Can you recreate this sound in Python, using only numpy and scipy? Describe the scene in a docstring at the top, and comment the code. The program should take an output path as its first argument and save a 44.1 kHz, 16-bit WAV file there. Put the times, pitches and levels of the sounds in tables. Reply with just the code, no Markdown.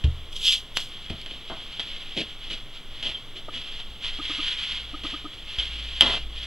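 """A palm pats dough on a wooden board, the hands brush off flour and clap once, and a softer pat follows.
Sleeves rustle, and fingers bump, slide and squeak on a hand-held camera whose lens motor steps in short runs.
Near the end come a sharp, chattering click and a scrape on the case, over quiet kitchen air, rumble and hum.
Booms and clicks are fading sine waves; rubbing is shaped noise, mostly strongest near 3 kHz like the clicks."""
import sys
import numpy as np
from scipy import signal
from scipy.fft import rfft, irfft
from scipy.io import wavfile

SR = 44100
rng = np.random.default_rng(int(sys.argv[2]) if len(sys.argv) > 2 else 0)


def dump(signal):
    """Clip the signal to [-1, 1] and save it as 16-bit WAV at the path in sys.argv[1]."""
    limited = np.clip(np.atleast_2d(signal).T, -1, 1)
    pcm = np.round(limited * 32767).astype(np.int16)
    wavfile.write(sys.argv[1], SR, pcm)


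N = 284884
TIME = np.arange(N) / SR  # seconds

# Pats on the dough. Each row: start in seconds, boom level in dB, ring time as a factor,
# skin slap in dB before doubling, squash of the dough in dB.
PATS = [(0.0431, -8, 1.0, -30, -30.5), (1.102, -28, 0.75, -31, -30)]
# Ways the board and table vibrate. Each row: pitch in Hz, level within the boom in dB,
# time to fade by 60 dB in seconds before the pat's ring factor.
BOARD_MODES = [(46, -22, .2), (72, 0, 0.19), (75.3, -13, 0.55), (96, -8.5, 0.19), (120.4, -14, 0.34),
               (146, -29, 0.11), (312, -25, .15)]
SQUASH_HZ, SQUASH_DECAY_S = 255, 0.026

# Floury palms sliding over each other. Each row: time of the firmest contact in seconds, level in dB,
# build-up in seconds, fade in seconds.
SWIPES = [(0.329, -37.5, 0.0068, 0.0074), (.366, -31.5, 0.011, 0.013), (.479, -15.5, 0.031, 0.03),
          (0.527, -17, 0.016, .025), (0.771, -25, 0.0081, 0.015), (.805, -31.5, 0.012, .042)]

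# Claps and clicks. Each row: start in seconds, port ring in dB, bright crack in dB, dull knock in dB,
# ring time as a factor.
CLICKS = [(0.7712, -1, -15, -11, 0.26), (1.215, -40, -34, -60, 0.55), (1.2618, -21, -39, -39, 0.62),
          (1.796, -20, -42, -25.5, 0.44), (6.009, 5, -14.5, -30, 1.12)]
# Chatter of the last click. Each row: delay after it in seconds, port ring in dB.
REBOUNDS = [(.004, -5), (.008, -5), (.013, -4)]
REBOUND_CRACK_DB, REBOUND_KNOCK_DB, REBOUND_RING_FACTOR = -23.5, -31, 1.9
PORT_HZ, PORT_T60_S = 3158, 0.012  # microphone port; each click's ring factor scales the fade
UPPER_PORT_HZ = 4560

# Arm movements that rustle the sleeves. Each row: start in seconds, length in seconds, level in dB.
ARM_MOVES = [(.89, 0.53, -44), (1.44, 0.906, -41.5), (1.85, 0.13, -39), (2.4, 0.21, -41.5),
             (2.74, 0.036, -37), (2.92, 0.28, -42), (3.52, 0.32, -40), (3.86, 0.35, -49), (4.02, 0.26, -38),
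             (4.24, 0.58, -31), (4.44, 0.066, -27.5), (4.82, 0.65, -43.5), (5.05, .12, -36),
             (5.47, 0.75, -36), (6.33, 0.22, -38), (6.44, 0.091, -31.5)]
ARM_START_S, ARM_STOP_S = 0.014, 0.02

# Fingers sliding on the camera. Each row: start in seconds, length in seconds, hiss in dB,
# case rumble in dB, top of the rumble in Hz.
SCUFFS = [(2.155, .092, -26, -32, 478), (2.494, 0.08, -31, -44.5, 396), (3.029, 0.12, -29, -43.5, 1050),
          (3.347, .075, -38.5, -49, 500), (3.519, .11, -35, -48.5, 413), (3.784, 0.038, -35.5, -51.5, 1500),
          (4.017, 0.11, -29, -63, 2200), (6.036, 0.14, -24.5, -32.5, 2080),
          (6.107, 0.089, -25.5, -34.5, 1910)]
SCUFF_RISE_SHARE = 0.23  # share of the length

# Fingers landing on the camera. Each row: start in seconds, hiss in dB, case rumble in dB,
# top of the rumble in Hz, decay in seconds.
BUMPS = [(1.262, -43, -45, 2800, .012), (1.309, -35.5, -41, 400, 0.023), (1.498, -40, -33, 1360, 0.039),
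         (1.794, -26.5, -45, 1700, .026), (3.026, -27.5, -44.5, 900, 0.017), (5.034, -31, -46, 1800, 0.061),
         (5.584, -25, -44.5, 900, 0.04), (6.009, -19, -26.5, 1680, 0.056)]
BUMP_ATTACK_S = 0.0021
# The grip shifts and jolts the whole camera.
JOLT_S, JOLT_DB, JOLT_HZ, JOLT_DECAY_S = 5.584, -23, 48.3, 0.02
# Resonances of the camera case. Each row: pitch in Hz, width in Hz, gain in dB.
CASE_RESONANCES = [(204, 240, 0.5), (323, 41, 2), (470, 130, -21), (671, 48, 6), (960, 1200, -0.5),
                   (1430, 110, -2.5), (2060, 23, 17.5)]
CASE_LOW_HZ = 65  # bottom of the rumble

# Skin squeaking on the case. Each row: start in seconds, length in seconds, level in dB, starting pitch in Hz.
SQUEAKS = [(3.057, 0.019, -26, 3420), (3.141, 0.026, -25.5, 3320), (3.167, 0.022, -35, 3230),
           (5.586, .029, -19.5, 3300), (5.614, 0.032, -27, 3365)]
SQUEAK_SAG_HZ_PER_S, SQUEAK_WOBBLE_HZ = 11700, 90

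# Runs of the lens motor. Each row: start in seconds, length in seconds, low buzz as a share,
# engaging tick in dB before the motor's overall level.
LENS_RUNS = [(3.482, 0.0135, 0.19, -15.5), (4.188, 0.02, 0.75, -23), (4.295, 0.017, 0.77, -24),
             (4.383, 0.021, 0.75, -38), (4.932, 0.021, 0.7, -28), (5.041, 0.018, 1, -24),
             (5.13, 0.022, 0.73, -24), (5.243, 0.022, 0.76, -25)]
LENS_DB = -32
FIRST_STEPS_PER_S, FULL_STEPS_PER_S = 205, 311
SPIN_UP_SHARE = 0.485  # share of the length

# Low hum that comes and goes. Each row: start in seconds, length in seconds, level in dB.
HUMS = [(4.68, 0.35, -44), (5.63, 0.96, -39)]
HUM_HZ, HUM_FADE_S = 54, 0.039

# Spectra: only the shape counts, as the level is set later.
# Hiss of floury palms. Each row: frequency in Hz, relative level in dB per Hz.
PALM_SPECTRUM = [(200, -60), (900, -42), (1500, -35.5), (2200, -24.5), (2750, -13), (3050, -3.5),
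                 (3330, -2), (3900, -14.5), (5000, -19.5), (7500, -29.5), (11000, -51), (15500, -52)]
# Finest flour grains. Each row: frequency in Hz, relative level in dB per Hz.
FIZZ_SPECTRUM = [(3500, -12), (5500, -1), (10500, -2), (15500, -12)]
# Rustling cloth and rubbing or slapping skin. Each row: frequency in Hz, relative level in dB per Hz.
CLOTH_AND_SKIN_SPECTRUM = [(200, -43), (900, -26.5), (1500, -19.5), (2100, -14.5), (2650, -9.5),
                           (3000, -3.5), (3270, 1), (3700, -10), (4600, -18), (5500, -26), (8000, -35),
                           (10500, -38.5), (15500, -53)]
# Crack of a snap. Each row: frequency in Hz, relative level in dB per Hz.
CRACK_SPECTRUM = [(1500, -12), (3000, 3), (4700, 2), (6000, -16), (10000, -18), (15500, -30)]
# Still kitchen air. Each row: frequency in Hz, relative level in dB per Hz.
KITCHEN_SPECTRUM = [(53, -53), (90, -8.5), (200, -13), (282, -14), (538, -17), (667, -18.5), (983, -21.5),
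                    (1050, -18.5), (1360, -19), (1610, -24), (2230, -17.5), (2540, -20), (3290, -7),
                    (4260, -25.5), (15500, -56.5)]
# Slow rumble. Each row: frequency in Hz, relative level in dB per Hz.
RUMBLE_SPECTRUM = [(4, -11.5), (12, 4.5), (21, 2.5), (30, -36), (52, -7.5), (75, -25), (120, -23),
                   (250, -51)]

EDGE_HZ = 15850  # upper band limit


def amp(db):
    """Turns decibels into gain."""
    return 10 ** (np.asarray(db) / 20)


def unit(x):
    """Scales x to an average (rms) level of 1."""
    return x / np.sqrt(np.mean(x ** 2) + 1e-20)


def add(mix, s, sound):
    """Mixes a sound in at time s, in seconds."""
    part = mix[max(round(s * SR), 0):][:len(sound)]
    part += sound[:len(part)]


def colour(x, spectrum):
    """Filters x by a spectrum, at rms 1; nothing much remains below the first row."""
    hz, db = np.transpose(spectrum)
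    f = np.fft.rfftfreq(len(x), 1 / SR) + 1e-3
    gain = amp(np.interp(np.log(f), np.log(hz), db, left=-100))
    return unit(irfft(rfft(x) * gain, len(x)))


def lowpass(x, hz, order=2):
    """Dulls x above hz."""
    return signal.sosfilt(signal.butter(order, min(hz, SR / 2 - 1), fs=SR, output="sos"), x)


def ring(x, hz, width):
    """Passes x through one resonance with a peak gain of 1."""
    return signal.lfilter(*signal.iirpeak(hz, hz / width, fs=SR), x)


def friction(size, grains_per_s, grainy, lumpy_db, lump_hz):
    """Countless tiny slips plus separate larger ones, swelling as the contact pressure changes."""
    fine, pressure, sign = rng.standard_normal((3, size))
    slips = sign * (rng.random(size) < grains_per_s / SR)
    swell = amp(lumpy_db * unit(lowpass(pressure, lump_hz)))
    return unit((fine + grainy * unit(slips)) * swell)


def stroke(size, rise):
    """Loudness of a push that builds over the share rise of its length and then eases off."""
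    u = np.linspace(0, 1, size)
    rise = np.clip(rise, .02, .9)
    easing = np.clip((u - rise) / (1 - rise), 0, 1)
    return np.minimum(u / rise, 1) * np.cos(np.pi / 2 * easing) ** 1.2


def held(rows, start_s, stop_s):
    """Gain over time for rows that ease in, hold and ease out; overlaps add in power."""
    power = np.zeros(N)
    for s, length, db in rows:
        ease_in = (1 + np.tanh((TIME - s) / (2 * start_s))) / 2
        ease_out = (1 + np.tanh((s + length - TIME) / (2 * stop_s))) / 2
        power += (amp(db) * ease_in * ease_out) ** 2
    return np.sqrt(power)


def pats():
    """The dough cushions each blow, so the board booms low under a small slap of skin and a dull squash."""
    out, t = np.zeros(N), np.arange(SR // 2) / SR
    for s, db, ring_factor, slap_db, squash_db in PATS:
        boom = sum(amp(mode_db - 60 * t / (t60 * ring_factor)) * np.sin(2 * np.pi * hz * t)
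                   for hz, mode_db, t60 in BOARD_MODES)
        soft_start = 1 - np.exp(-t / 0.0042)
        add(out, s, -amp(db) * boom * soft_start)
        slap = colour(rng.standard_normal(len(t)), CLOTH_AND_SKIN_SPECTRUM)
        slap *= np.minimum(t / 0.0037, 1) * np.exp(-t / 0.0081)
        add(out, s - .005, 2 * amp(slap_db) * slap)  # skin touches before the board gives
        squash = unit(lowpass(rng.standard_normal(len(t)), SQUASH_HZ)) * np.exp(-t / SQUASH_DECAY_S)
        add(out, s, amp(squash_db) * squash)
    return out


def palms():
    """Dry flour hisses between the hands as each swipe builds and fades; a light touch keeps more of its fizz."""
    power = np.zeros(N)
    for s, level_db, build, fade in SWIPES:
        away_from_peak = np.maximum((s - TIME) / build, (TIME - s) / fade)
        power += (amp(level_db) * np.exp(-away_from_peak)) ** 2
    press = np.sqrt(power)
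    hiss = colour(friction(N, grains_per_s=1000, grainy=0.36, lumpy_db=0.0, lump_hz=119), PALM_SPECTRUM)
    fizz = colour(friction(N, grains_per_s=1000, grainy=0.69, lumpy_db=0.5, lump_hz=60), FIZZ_SPECTRUM)
    return press * hiss + amp(-25.0) * press ** 0.73 * fizz


def snap(db, crack_db, knock_db, ring_factor):
    """A snap rings the microphone port, with a brief bright crack and a dull knock."""
    t = np.arange(SR // 10) / SR
    port = amp(-60 * t / (PORT_T60_S * ring_factor)) * np.sin(2 * np.pi * PORT_HZ * t)
    port *= 1 - np.exp(-t / 0.0001)
    crack = 1.3 * colour(rng.standard_normal(len(t)), CRACK_SPECTRUM)
    crack += 0.6 * np.sin(2 * np.pi * UPPER_PORT_HZ * t)
    crack *= np.exp(-t / 0.0022)
    u = t / 0.0004
    knock = lowpass((1 - u) * np.exp(-u), 4500)  # a push one way, then a smaller one back
    return amp(db) * port + amp(crack_db) * crack - amp(knock_db) * knock


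def clicks():
    """The clap and other single snaps; the last one rebounds in a quick chatter."""
    out = np.zeros(N)
    for s, *blow in CLICKS:
        add(out, s, snap(*blow))
    last_s = CLICKS[-1][0]
    for delay, db in REBOUNDS:
        add(out, last_s + delay, snap(db, REBOUND_CRACK_DB, REBOUND_KNOCK_DB, REBOUND_RING_FACTOR))
    return out


def sleeves():
    """Cloth rustles softly for as long as an arm moves."""
    rub = friction(N, grains_per_s=1200, grainy=0.3, lumpy_db=1.5, lump_hz=24.0)
    return held(ARM_MOVES, ARM_START_S, ARM_STOP_S) * colour(rub, CLOTH_AND_SKIN_SPECTRUM)


def finger(size, hiss_db, rumble_db, top_hz):
    """Skin rubbing on the camera hisses in the air and rumbles through the case."""
    rub = friction(size, grains_per_s=600, grainy=0.57, lumpy_db=1.1, lump_hz=128)
    case = 0.48 * rub + sum(amp(db) * ring(rub, hz, width) for hz, width, db in CASE_RESONANCES)
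    band = signal.butter(2, np.sort([CASE_LOW_HZ, top_hz]), "bandpass", fs=SR, output="sos")
    rumble = unit(signal.sosfilt(band, case))
    return amp(hiss_db) * colour(rub, CLOTH_AND_SKIN_SPECTRUM) + amp(rumble_db) * rumble


def scuffs():
    """A sliding finger presses harder, then eases off."""
    out = np.zeros(N)
    for s, length, hiss_db, rumble_db, top_hz in SCUFFS:
        size = round(length * SR)
        add(out, s, finger(size, hiss_db, rumble_db, top_hz) * stroke(size, SCUFF_RISE_SHARE))
    return out


def bumps():
    """A landing finger rubs hardest almost at once and comes to rest; one shift of the grip also thuds."""
    out, t = np.zeros(N), np.arange(SR // 5) / SR
    for s, hiss_db, rumble_db, top_hz, decay in BUMPS:
        pressure = np.minimum(t / BUMP_ATTACK_S, 1) * np.exp(-(t / decay) ** 1.08)
        add(out, s, finger(len(t), hiss_db, rumble_db, top_hz) * pressure)
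    thud = np.sin(2 * np.pi * JOLT_HZ * t) * np.exp(-t / JOLT_DECAY_S)
    add(out, JOLT_S, amp(JOLT_DB) * thud)
    return out


def squeaks():
    """Skin sticks and slips in a short, unsteady chirp that sags as the finger slows."""
    out = np.zeros(N)
    for s, length, db, start_hz in SQUEAKS:
        t = np.arange(round(length * SR)) / SR
        wobble = SQUEAK_WOBBLE_HZ * unit(lowpass(rng.standard_normal(len(t)), 400))
        hz = start_hz - SQUEAK_SAG_HZ_PER_S * t + wobble
        chirp = np.sin(2 * np.pi * np.cumsum(hz) / SR)
        add(out, s, amp(db) * stroke(len(t), rise=0.37) * chirp)
    return out


def lens():
    """A stepper engages with a tick and spins up; near full speed its fourth harmonic excites the lens barrel."""
    out, t = np.zeros(N), np.arange(SR // 10) / SR
    for s, length, low_share, tick_db in LENS_RUNS:
        spin = np.minimum(t / (SPIN_UP_SHARE * length), 1)
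        steps_per_s = FIRST_STEPS_PER_S + (FULL_STEPS_PER_S - FIRST_STEPS_PER_S) * spin
        angle = 2 * np.pi * np.cumsum(steps_per_s) / SR
        running = np.sin(np.pi * np.minimum(t / length, 1)).clip(0) ** 0.093
        buzz = running * (np.sin(angle) + 0.16 * np.sin(2 * angle) + 0.058 * np.sin(3 * angle))
        body = 0.63 * buzz + 0.63 * ring(buzz, 294, 30)  # the case hums on for a moment
        barrel = ring(running * spin ** 3 * np.sin(4 * angle), 1360, 300)
        knock = lowpass(ring(rng.standard_normal(len(t)), 580, 1200), 1300, order=4)
        tick = unit(knock * np.exp(-t / 0.0081))
        add(out, s, amp(LENS_DB) * (low_share * body + barrel + amp(tick_db) * tick))
    return out


def room(x, t60, top_hz):
    """Kitchen walls return a short, dull tail: fading noise stands in for many echoes."""
    t = np.arange(SR // 2) / SR
    tail = lowpass(rng.standard_normal(len(t)), top_hz) * amp(-60 * t / t60) * (t > .005)
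    return signal.fftconvolve(x, tail / np.linalg.norm(tail))[:N]


def background():
    """Still kitchen air and a slow rumble are shaped noise; a low sine hum wavers in level."""
    air, rumble, waver = rng.standard_normal((3, N))
    hum = unit(np.sin(2 * np.pi * HUM_HZ * TIME)) * amp(0.73 * unit(lowpass(waver, 6.7)))
    steady = amp(-45.5) * colour(air, KITCHEN_SPECTRUM) + amp(-38.5) * colour(rumble, RUMBLE_SPECTRUM)
    return steady + held(HUMS, HUM_FADE_S, HUM_FADE_S) * hum


def scene():
    """All sources are close and central; above the mono bass, the left channel lags the right by one sample."""
    near = pats() + palms() + clicks() + sleeves() + scuffs() + bumps() + squeaks()
    without_bass = near - lowpass(near, 170, order=1)
    walls = amp(-14.5) * room(without_bass, t60=0.18, top_hz=6060)
    right = near + walls + lens() + background()  # the motor is heard only through the case
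    left = np.append(0, right[:-1])
    above_bass = signal.butter(2, 330, "highpass", fs=SR, output="sos")
    side = signal.sosfiltfilt(above_bass, (left - right) / 2)
    return (left + right) / 2 + np.array([side, -side])


def record(dry):
    """The input overloads by clipping peaks beyond full scale; then a filter removes the highest treble."""
    edge = signal.firwin(511, EDGE_HZ, window=("kaiser", 9), fs=SR)
    return signal.oaconvolve(np.clip(dry, -1, 1), edge[None], "same", axes=1)


dry = scene()
out = record(dry)
dump(out)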